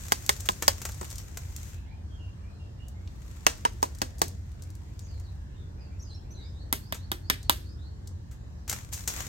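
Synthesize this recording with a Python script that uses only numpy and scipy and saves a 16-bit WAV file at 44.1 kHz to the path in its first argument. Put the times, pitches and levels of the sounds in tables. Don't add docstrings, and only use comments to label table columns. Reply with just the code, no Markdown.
import sys
import numpy as np
from scipy import signal
from scipy.fft import rfft, irfft
from scipy.io import wavfile
from scipy.ndimage import uniform_filter1d

SR = 44100
rng = np.random.default_rng(int(sys.argv[2]) if len(sys.argv) > 2 else 0)


def wav_record(signal):
    frames = np.transpose(np.atleast_2d(signal))
    bounded = np.clip(frames, -1, 1)
    quanta = np.round(bounded * 32767).astype(np.int16)
    wavfile.write(sys.argv[1], SR, quanta)


N = 409248
TIME = np.arange(N) / SR
BINS_HZ = np.fft.rfftfreq(N, 1 / SR)
TURN_S = 5.5

# f/Hz, level/dB
RUMBLE_EQ = [(22, -32), (40, -9.5), (69, -1), (113, -8), (156, -17), (199, -18.5), (330, -36), (430, -61.5),
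             (700, -120)]
HISS_EQ = [(160, -27.5), (290, -2.5), (500, -9.5), (930, -13.5), (1250, -19), (1750, -17.5), (2300, -27),
           (4500, -25.5), (7000, -27.5), (9500, -35), (13000, -37.5), (16000, -47)]
# f/Hz, left-right correlation
BED_CORRELATION = [(60, 0.99), (130, 0.83), (290, 0.54), (640, -0.33), (1400, -.2), (3100, -0.38),
                   (15000, -0.016)]
# f/Hz, t60/s
FOREST_DECAY = [(200, 0.35), (900, 0.19), (2500, 0.23), (5500, 0.3), (12000, 0.19)]

# t/s, level/dB
RUB_CURVES = [
    [(0, -46), (.45, -48.5), (.95, -51), (1.07, -47), (1.32, -57), (1.7, -50), (1.9, -83)],
    [(3.0, -75), (3.3, -59), (4.0, -63.5), (4.4, -70.5), (4.65, -70), (5.2, -69.5), (5.45, -77.5)],
]
# t/s, hold/s, hiss/dB, woody body/dB
SCRAPE_STROKES = [(8.684, 0.075, -46.5, -50), (8.916, 0.07, -44, -53), (9.08, 0.12, -40.5, -46),
                  (9.164, 0.054, -53, -52)]
# f/Hz, level/dB
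BARK_EQ = [(150, -6), (400, -9), (1000, -7.5), (2000, -6), (3200, -8), (5000, -5), (6800, 3), (9400, -4),
           (12000, -2.5), (15500, -8.5)]
# f/Hz, left over right/dB
CLOSE_PAN = [(290, 0), (1400, 3.5), (4500, 3), (6800, 7.5), (9000, 1.5)]
# t/s, level/dB, grind/s, woody low shelf/dB
SCUFF_HITS = [(0.0834, -11, 0.0011, 1), (0.2631, -5.5, 0.0024, -21), (0.4052, -7, 0.003, -18),
              (0.457, -6.5, 0.012, 1), (0.6235, 3.5, 0.0038, 8), (0.632, -11, 0.0022, 15),
              (0.67, -16, 0.0007, -21), (0.8169, -6.5, 0.0045, 4), (0.852, -0.5, 0.0071, 7),
              (0.89, -12, 0.0045, 11), (1.012, -14.5, 0.005, 18), (1.372, -5.5, 0.0042, 6),
              (1.5635, -8, 0.002, -13), (6.944, -10, 0.012, 7.5), (8.312, -22.5, 0.022, 8),
              (8.6781, -8.5, 0.0093, 4), (8.6961, 5, 0.005, -5), (8.714, -3.5, 0.0047, 6),
              (8.727, -0.5, 0.0062, 8), (8.932, 0, 0.014, -9), (9.076, 6.5, 0.0091, -3.5)]
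# t/s, relative level/dB, centre/Hz
SNAP_HITS = [(2.8836, -40, 8700), (3.0752, -39.5, 3440), (3.9495, -38, 6700), (4.1928, -36, 8550),
             (4.2812, -31.5, 8240), (4.7524, -43, 7440), (4.9928, -35.5, 6350), (5.1984, -44.5, 7140),
             (7.43, -37.5, 6740), (8.0735, -35, 6900)]
# start/s, end/s, relative level/dB
SNAP_SPELLS = [(0, 1.198, -35), (3.131, 4.798, -45.5)]

# t/s, thud/dB, lean to the boom/dB, crack/dB, crack tilt/(dB per octave),
# then f/Hz, lift/dB for each of the struck spot's low, middle and high notes
BLOWS = [(0.121, 12, 0.5, 8, 3, 821, 4.2, 2080, 7.5, 3230, 5.5),
         (0.2927, 9.5, -2.5, 9.0, 3.5, 398, 8.9, 2210, 8.5, 3680, 11.5),
         (0.4884, 10, 2.5, 3, 2.5, 1036, 8.0, 2700, 8.5, 3496, 15),
         (0.68, 17, -2.5, 12.5, 3.5, 540, 3.9, 3210, 3.5, 4760, 7),
         (1.012, -3.5, 12, -20, 1, 1078, 9.1, 1974, -16, 7850, 20),
         (1.029, -15, -9, -25.5, 1, 854, 5.4, 1300, 2, 4000, 2.5),
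         (3.4661, 15.5, -1.0, 11.5, 1.5, 681, 6.4, 2620, 11.5, 6220, 3),
         (3.6512, 11, 1, 0.5, -1, 920, 11, 2970, 11, 8640, 7),
         (3.828, 13.5, 1.5, 1, 3.0, 984, 9.2, 1740, 1, 5630, 3),
         (4.0174, 11, 2.5, 1, 2, 436, 3.0, 2700, 6.5, 4550, 6.5),
         (4.217, 15, 3.5, 6, 4, 755, 4.5, 1640, -1, 4280, 6),
         (6.727, 8, 8, 4, 0.5, 1064, 1.5, 2120, 8.5, 9230, 3.5),
         (6.924, 1.5, 7.5, -3.5, -3.5, 631, 13.5, 1640, 2, 3100, 3),
         (7.1168, 7, 4.5, -1.0, -1.5, 1320, 3.7, 3100, 3.5, 3850, 7),
         (7.2996, 8.5, 7.5, 8, -4.5, 433.5, 5.4, 1530, -2.5, 5500, 7.5),
         (7.4962, 13, 2.5, 9.5, -0.5, 950, 2.5, 2860, 7.5, 3950, 9)]
# f/Hz, width/Hz, level/dB
WOOD_MODES = [(292, 90, -3), (770, 180, -0.5), (950, 480, 10), (1680, 530, 4.5), (2420, 390, -5.5),
              (3370, 650, -0.5), (4170, 580, -5.5), (4760, 830, 4.1), (6300, 880, 3)]
# f/Hz, level/dB
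CRACK_EQ_FACING = [(1800, 6), (3500, -0.5), (6300, -0.3), (12000, -5), (15000, -11)]
CRACK_EQ_ASIDE = [(1800, 3), (3500, 1), (6300, -4.5), (12000, 7.5), (15000, -1.1)]
# f/Hz, width/Hz, level/dB
ASIDE_BELLS = [(470, 150, -10.5), (2800, 640, -4.5), (3510, 920, 4.5)]
# f/Hz, left over right/dB
PAN_FACING = [(400, 0), (800, -4.5), (1100, 0), (1800, 2), (2200, -2), (2900, -8), (4000, -3), (4600, 5.5),
              (6000, 3), (7100, 6), (8000, 0)]
PAN_ASIDE = [(200, 0), (500, -5), (850, -4), (1500, 2.5), (3500, -4), (4600, 4), (6500, 4), (8000, 0)]
# f/Hz, phase/rad
PHASE_FACING = [(100, -0.5), (450, 1.47), (2200, 1.3), (4200, -1.5), (5500, 1.3), (6500, -0.3), (7600, 3.5),
                (16000, 4.5)]
PHASE_ASIDE = [(100, 0), (500, .7), (1000, 0), (2200, 0), (4200, -.7), (6000, 0), (8000, 3.7)]
# t/s, level/dB
ECHO_SEND = [(.7, -18), (3.8, -14), (7.1, -13)]

# t/s, f/Hz, glide/octaves, level/dB
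SLUR_NOTES = [(1.7, 2610, -.03, -63.5), (1.85, 2300, .3, -63.5), (2.08, 3220, -0.073, -66.5),
              (2.18, 2810, -0.0041, -60), (2.41, 2450, .25, -67.5), (2.48, 4130, 0, -74.5),
              (2.57, 2750, -0.05, -68), (2.77, 2880, 0.07, -64), (2.92, 2150, 0.14, -70),
              (5.54, 3600, -.05, -69), (5.76, 2600, 0.203, -69.5), (5.88, 2500, 0.306, -72),
              (6.37, 2200, .15, -68)]
# t/s, length/s, f/Hz, glide/octaves, arch/octaves, level/dB
HIGH_SONG = [(5.013, .045, 6550, -.25, .05, -58), (5.06, .1, 4500, -.35, 0, -63),
             (5.22, .055, 4250, -.4, 0, -64), (5.78, .07, 4750, -.22, 0, -66),
             (5.992, .026, 5720, .06, .02, -54), (6.016, .021, 6450, -.1, .17, -50.5),
             (6.038, .05, 4850, -.18, 0, -60), (6.093, .05, 4030, -.04, -.16, -52),
             (6.142, .022, 5500, .03, .1, -53.5), (6.304, .03, 6130, .1, .06, -52),
             (6.335, .135, 3860, -.22, -.015, -56.5)]
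# t in phrase/s, length/s, f/Hz, glide/octaves, level/dB
SEESAW_PHRASE = [(0, .1, 4830, .36, -62.5), (.13, 0.099, 3920, .3, -64.5), (0.201, .05, 4385, -.04, -63)]

# f/Hz, width/Hz, level/dB
TREBLE_NOTCHES = [(10290, 930, -16), (14400, 720, -13.5)]


def amp(db):
    return 10 ** (np.asarray(db) / 20)


def unit(x):
    return x / np.sqrt(np.mean(x ** 2) + 1e-20)


def curve(points, hz):
    f, value = np.transpose(points)
    return np.interp(np.log(hz + 1), np.log(f + 1), value)


def bells(bands, hz):
    return sum(db / (1 + (2 * (hz - f) / width) ** 2) for f, width, db in bands)


def add(mix, s, sound):
    part = mix[..., max(round(s * SR), 0):][..., :sound.shape[-1]]
    part += sound[..., :part.shape[-1]]


def eq(x, gain):
    return irfft(rfft(x) * gain, N)


def coloured(burst, colour_db, smooth_bins=70, size=4096):
    hz, spectrum = np.fft.rfftfreq(size, 1 / SR), rfft(burst, size)
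    outline = np.sqrt(abs(uniform_filter1d(abs(spectrum) ** 2, size=smooth_bins)) + 1e-12)
    log_gain = np.log(amp(colour_db(hz)) / outline)
    causal = np.conj(signal.hilbert(np.r_[log_gain, log_gain[-2:0:-1]]))[:len(hz)]
    return irfft(spectrum * np.exp(causal), size)


def panned(x, pan, lag_rad=0):
    lean = amp(curve(pan, BINS_HZ))
    left_right = np.array([lean * np.exp(-1j * lag_rad), np.ones(len(lean))])
    return eq(x, left_right * np.sqrt(2 / (1 + lean ** 2)))


def bed_noise(tone):
    correlation = np.clip(curve(BED_CORRELATION, BINS_HZ), -1, 1)
    gain = amp(curve(tone, BINS_HZ))
    mid = eq(rng.standard_normal(N), gain * np.sqrt(1 + correlation))
    side = eq(rng.standard_normal(N), gain * np.sqrt(1 - correlation))
    return unit(np.array([mid + side, mid - side]))


def rumble(level_db=-40.5, drone_hz=88, drone_db=-47):
    drone = unit(eq(rng.standard_normal(N), np.exp(-((BINS_HZ - drone_hz) / 4) ** 2)))
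    return amp(level_db) * bed_noise(RUMBLE_EQ) + amp(drone_db) * drone


def background_hiss(level_db=-57, patchy_db=2.0):
    bands = signal.stft(bed_noise(HISS_EQ), nperseg=1024)[2]
    patches = uniform_filter1d(rng.standard_normal(bands.shape[1:]), size=7, axis=0)
    patches = unit(uniform_filter1d(patches, size=16, axis=1))
    hiss = signal.istft(bands * amp(patchy_db * patches), nperseg=1024)[1]
    return amp(level_db) * unit(hiss[:, :N])


def forest(x, t60_scale, onset_s):
    taps = rng.standard_normal((2, SR // 2)) * (rng.random((2, SR // 2)) < .2)
    hz, t, bands = signal.stft(taps, SR, nperseg=256)
    decay = amp(-60 * t / (t60_scale * curve(FOREST_DECAY, hz)[:, None]))
    build_up = 1 - np.exp(-(t / onset_s) ** 2)
    tail = signal.istft(bands * decay * build_up, SR, nperseg=256)[1]
    return signal.fftconvolve(x[None], tail / np.linalg.norm(tail[0]), axes=1)[:, :N]


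def rub_faders(usual_hiss_db=-55, usual_body_db=-59.5, follow=0.64, attack_s=0.0079, release_s=0.081):
    rubs = [np.interp(TIME, *np.transpose(rub), left=-140, right=-140) for rub in RUB_CURVES]
    rub_db = np.max(rubs, axis=0)
    hiss = amp(rub_db)
    body = amp(usual_body_db + follow * (rub_db - usual_hiss_db))
    for s, hold_s, hiss_db, body_db in SCRAPE_STROKES:
        attack = np.clip((TIME - s) / attack_s, 0, 1)
        stroke = attack * np.exp(-np.maximum(TIME - s - hold_s, 0) / release_s)
        hiss += amp(hiss_db) * stroke
        body += amp(body_db) * stroke
    return hiss, body


def rubbing(grains_per_s=1300, grain_s=.0017, spread_db=6.0, split_hz=3200, body_trim_db=0.5):
    hiss_gain, body_gain = rub_faders()
    sizes = amp(spread_db * np.minimum(rng.exponential(1, N), 5))
    clicks = sizes * (rng.random(N) < grains_per_s / SR)
    grain_power = signal.oaconvolve(clicks ** 2, np.exp(-TIME[:400] / grain_s))[:N]
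    grit = unit(np.sqrt(abs(grain_power)) * rng.standard_normal((2, N)))
    friction = grit + rng.standard_normal((2, N))
    bark = amp(curve(BARK_EQ, BINS_HZ))
    highs = 1 / (1 + (split_hz / (BINS_HZ + 1)) ** 4)
    hiss = hiss_gain * unit(eq(friction, bark * highs))
    body = amp(body_trim_db) * body_gain * unit(eq(friction, bark * (1 - highs)))
    rub = hiss + body
    return panned(rub, CLOSE_PAN) + amp(-11.5) * forest(rub[0], t60_scale=0.22, onset_s=0.0048)


def crunch(grind_s, ring_db, ring_s, attack_s=0.00042, size=3000):
    t = np.arange(size) / SR
    decay = np.hypot(np.exp(-t / grind_s), amp(ring_db) * np.exp(-t / ring_s))
    return np.minimum(t / attack_s, 1) * decay * rng.standard_normal(size)


def scuffs():
    track = np.zeros(N)
    for s, db, grind_s, woody_db in SCUFF_HITS:
        tone = lambda hz: curve(BARK_EQ, hz) + woody_db * curve([(1200, 1), (4500, 0)], hz)
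        add(track, s, amp(db) * coloured(crunch(grind_s, ring_db=-29.5, ring_s=0.019), tone))
    return track


def snaps(trim_db=19.5, per_spell=14, spread_db=6, crackle_hz=6964):
    track = np.zeros(N)
    crackle = [(rng.uniform(start, end), rng.normal(db, spread_db), crackle_hz)
               for start, end, db in SNAP_SPELLS for _ in range(per_spell)]
    for s, db, centre_hz in list(SNAP_HITS) + crackle:
        tone = lambda hz: -np.minimum(9 * np.log2((hz + 1) / centre_hz) ** 2, 22)
        tick = crunch(grind_s=0.000091, ring_db=-25, ring_s=0.0031)
        add(track, s, amp(db + trim_db) * coloured(tick, tone))
    return track


def bark_crackle():
    close = scuffs() + snaps()
    return panned(close, CLOSE_PAN) + amp(-6) * forest(close, t60_scale=0.74, onset_s=0.0013)


def blow(aside, thud_db, depth_db, crack_db, tilt, spot_notes, boom_hz=323, clack_hz=855, split_hz=1300):
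    boom_db = thud_db + depth_db
    thud_eq = [(60, boom_db - 14), (boom_hz, boom_db), (clack_hz, thud_db - depth_db)]
    crack_eq = [(f, crack_db + db + tilt * np.log2(f / 4700))
                for f, db in (CRACK_EQ_ASIDE if aside else CRACK_EQ_FACING)]
    spot = [(f, 0.24 * f, db) for f, db in zip(spot_notes[::2], spot_notes[1::2])]
    modes = list(WOOD_MODES) + spot + (list(ASIDE_BELLS) if aside else [])
    outline = lambda hz: curve(thud_eq + crack_eq, hz)
    lows = lambda hz: 1 / (1 + (hz / split_hz) ** 4)
    bark_tone = lambda hz: outline(hz) + bells(modes, hz) + 10 * np.log10(1 - lows(hz) + 1e-4)
    wood_tone = lambda hz: outline(hz) + bells(modes, hz) + 10 * np.log10(lows(hz) + 1e-4)
    crack = coloured(crunch(grind_s=0.00025, ring_db=-21.5, ring_s=0.0036), bark_tone, smooth_bins=24)
    thud = coloured(crunch(grind_s=0.0035, ring_db=-16, ring_s=0.0058), wood_tone, smooth_bins=20)
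    hit = crack + thud
    radiated = coloured(hit, lambda hz: outline(hz) + bells(modes, hz) / 4, smooth_bins=24)
    return hit, radiated


def ports(x, pan, phase, travel_s=.000282):
    return panned(x, pan, 2 * np.pi * BINS_HZ * travel_s + curve(phase, BINS_HZ))


def knocks(ground_db=-10.5, around_db=-3):
    trunk, wide = np.zeros(N), np.zeros((2, N))
    for s, thud_db, depth_db, crack_db, tilt, *spot_notes in BLOWS:
        hit, radiated = blow(s >= TURN_S, thud_db, depth_db, crack_db, tilt, spot_notes)
        add(trunk, s, hit)
        add(wide, s, amp(ground_db) * forest(radiated, t60_scale=0.24, onset_s=0.0034))
        send = amp(np.interp(s, *np.transpose(ECHO_SEND))) * radiated
        add(trunk, s, forest(send, t60_scale=0.52, onset_s=0.017)[0])
        add(wide, s, amp(around_db) * forest(send, t60_scale=1.54, onset_s=0.0067))
    facing = ports(trunk * (TIME < TURN_S), PAN_FACING, PHASE_FACING)
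    aside = ports(trunk * (TIME >= TURN_S), PAN_ASIDE, PHASE_ASIDE)
    return facing + aside + wide


def slur(s, length_s, hz, octaves, db, bend=.12):
    return s, length_s, hz, octaves, bend * octaves, db


def far_chorus(start_s=0.88, span_s=5.4, low_hz=2300, range_oct=0.62, glide_oct=0.68, db=-75, count=26):
    return [slur(start_s + span_s * when, 0.075 + 0.03 * length,
                 low_hz * 2 ** (range_oct * pitch ** 2), glide_oct * (rise + .5), db)
            for when, length, pitch, rise in rng.random((count, 4))]


def near_songs(slur_s=0.1, seesaw_start_s=6.388, period_s=.415, repeats=4):
    slurs = [slur(s, slur_s, *note) for s, *note in SLUR_NOTES]
    seesaw = [slur(seesaw_start_s + k * period_s + s, *note)
              for k in range(repeats) for s, *note in SEESAW_PHRASE]
    return slurs + list(HIGH_SONG) + seesaw


def birds(direct_db=-3, echo_db=-2, near_db=-54, overtone_db=-19, flutter_db=3):
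    direct, send = np.zeros(N), np.zeros(N)
    for s, length_s, middle_hz, glide_oct, arch_oct, db in near_songs() + far_chorus():
        along = np.linspace(-1, 1, max(round(length_s * SR), 300))
        drift = unit(uniform_filter1d(rng.standard_normal((2, SR // 2)), size=60))
        pitch_drift, level_drift = drift[:, :len(along)]
        presence = min(amp(0.82 * (db - near_db)), 1)
        waver = presence * .008 + (1 - presence) * .028
        contour_oct = glide_oct * along / 2 - arch_oct * along ** 2
        hz = middle_hz * 2 ** contour_oct * (1 + waver * pitch_drift)
        phase = 2 * np.pi * np.cumsum(hz) / SR
        whistle = np.sin(phase) + presence * amp(overtone_db) * np.sin(2 * phase)
        envelope = amp(flutter_db * level_drift) * signal.windows.tukey(len(along), .3)
        note = amp(db) * unit(whistle * envelope)
        add(direct, s, presence * note)
        add(send, s, (1.55 - presence) * note)
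    return amp(direct_db) * direct + amp(echo_db) * forest(send, t60_scale=1.25, onset_s=.006)


def scene():
    return knocks() + bark_crackle() + rubbing() + birds() + rumble() + background_hiss()


def record(dry, cutoff_hz=16200):
    notched = eq(dry, amp(bells(TREBLE_NOTCHES, BINS_HZ)))
    low_pass = signal.firwin(255, cutoff_hz, window=("kaiser", 8), fs=SR)
    return signal.oaconvolve(np.clip(notched, -1, 1), low_pass[None], "same", axes=1)


dry = scene()
out = record(dry)
wav_record(out)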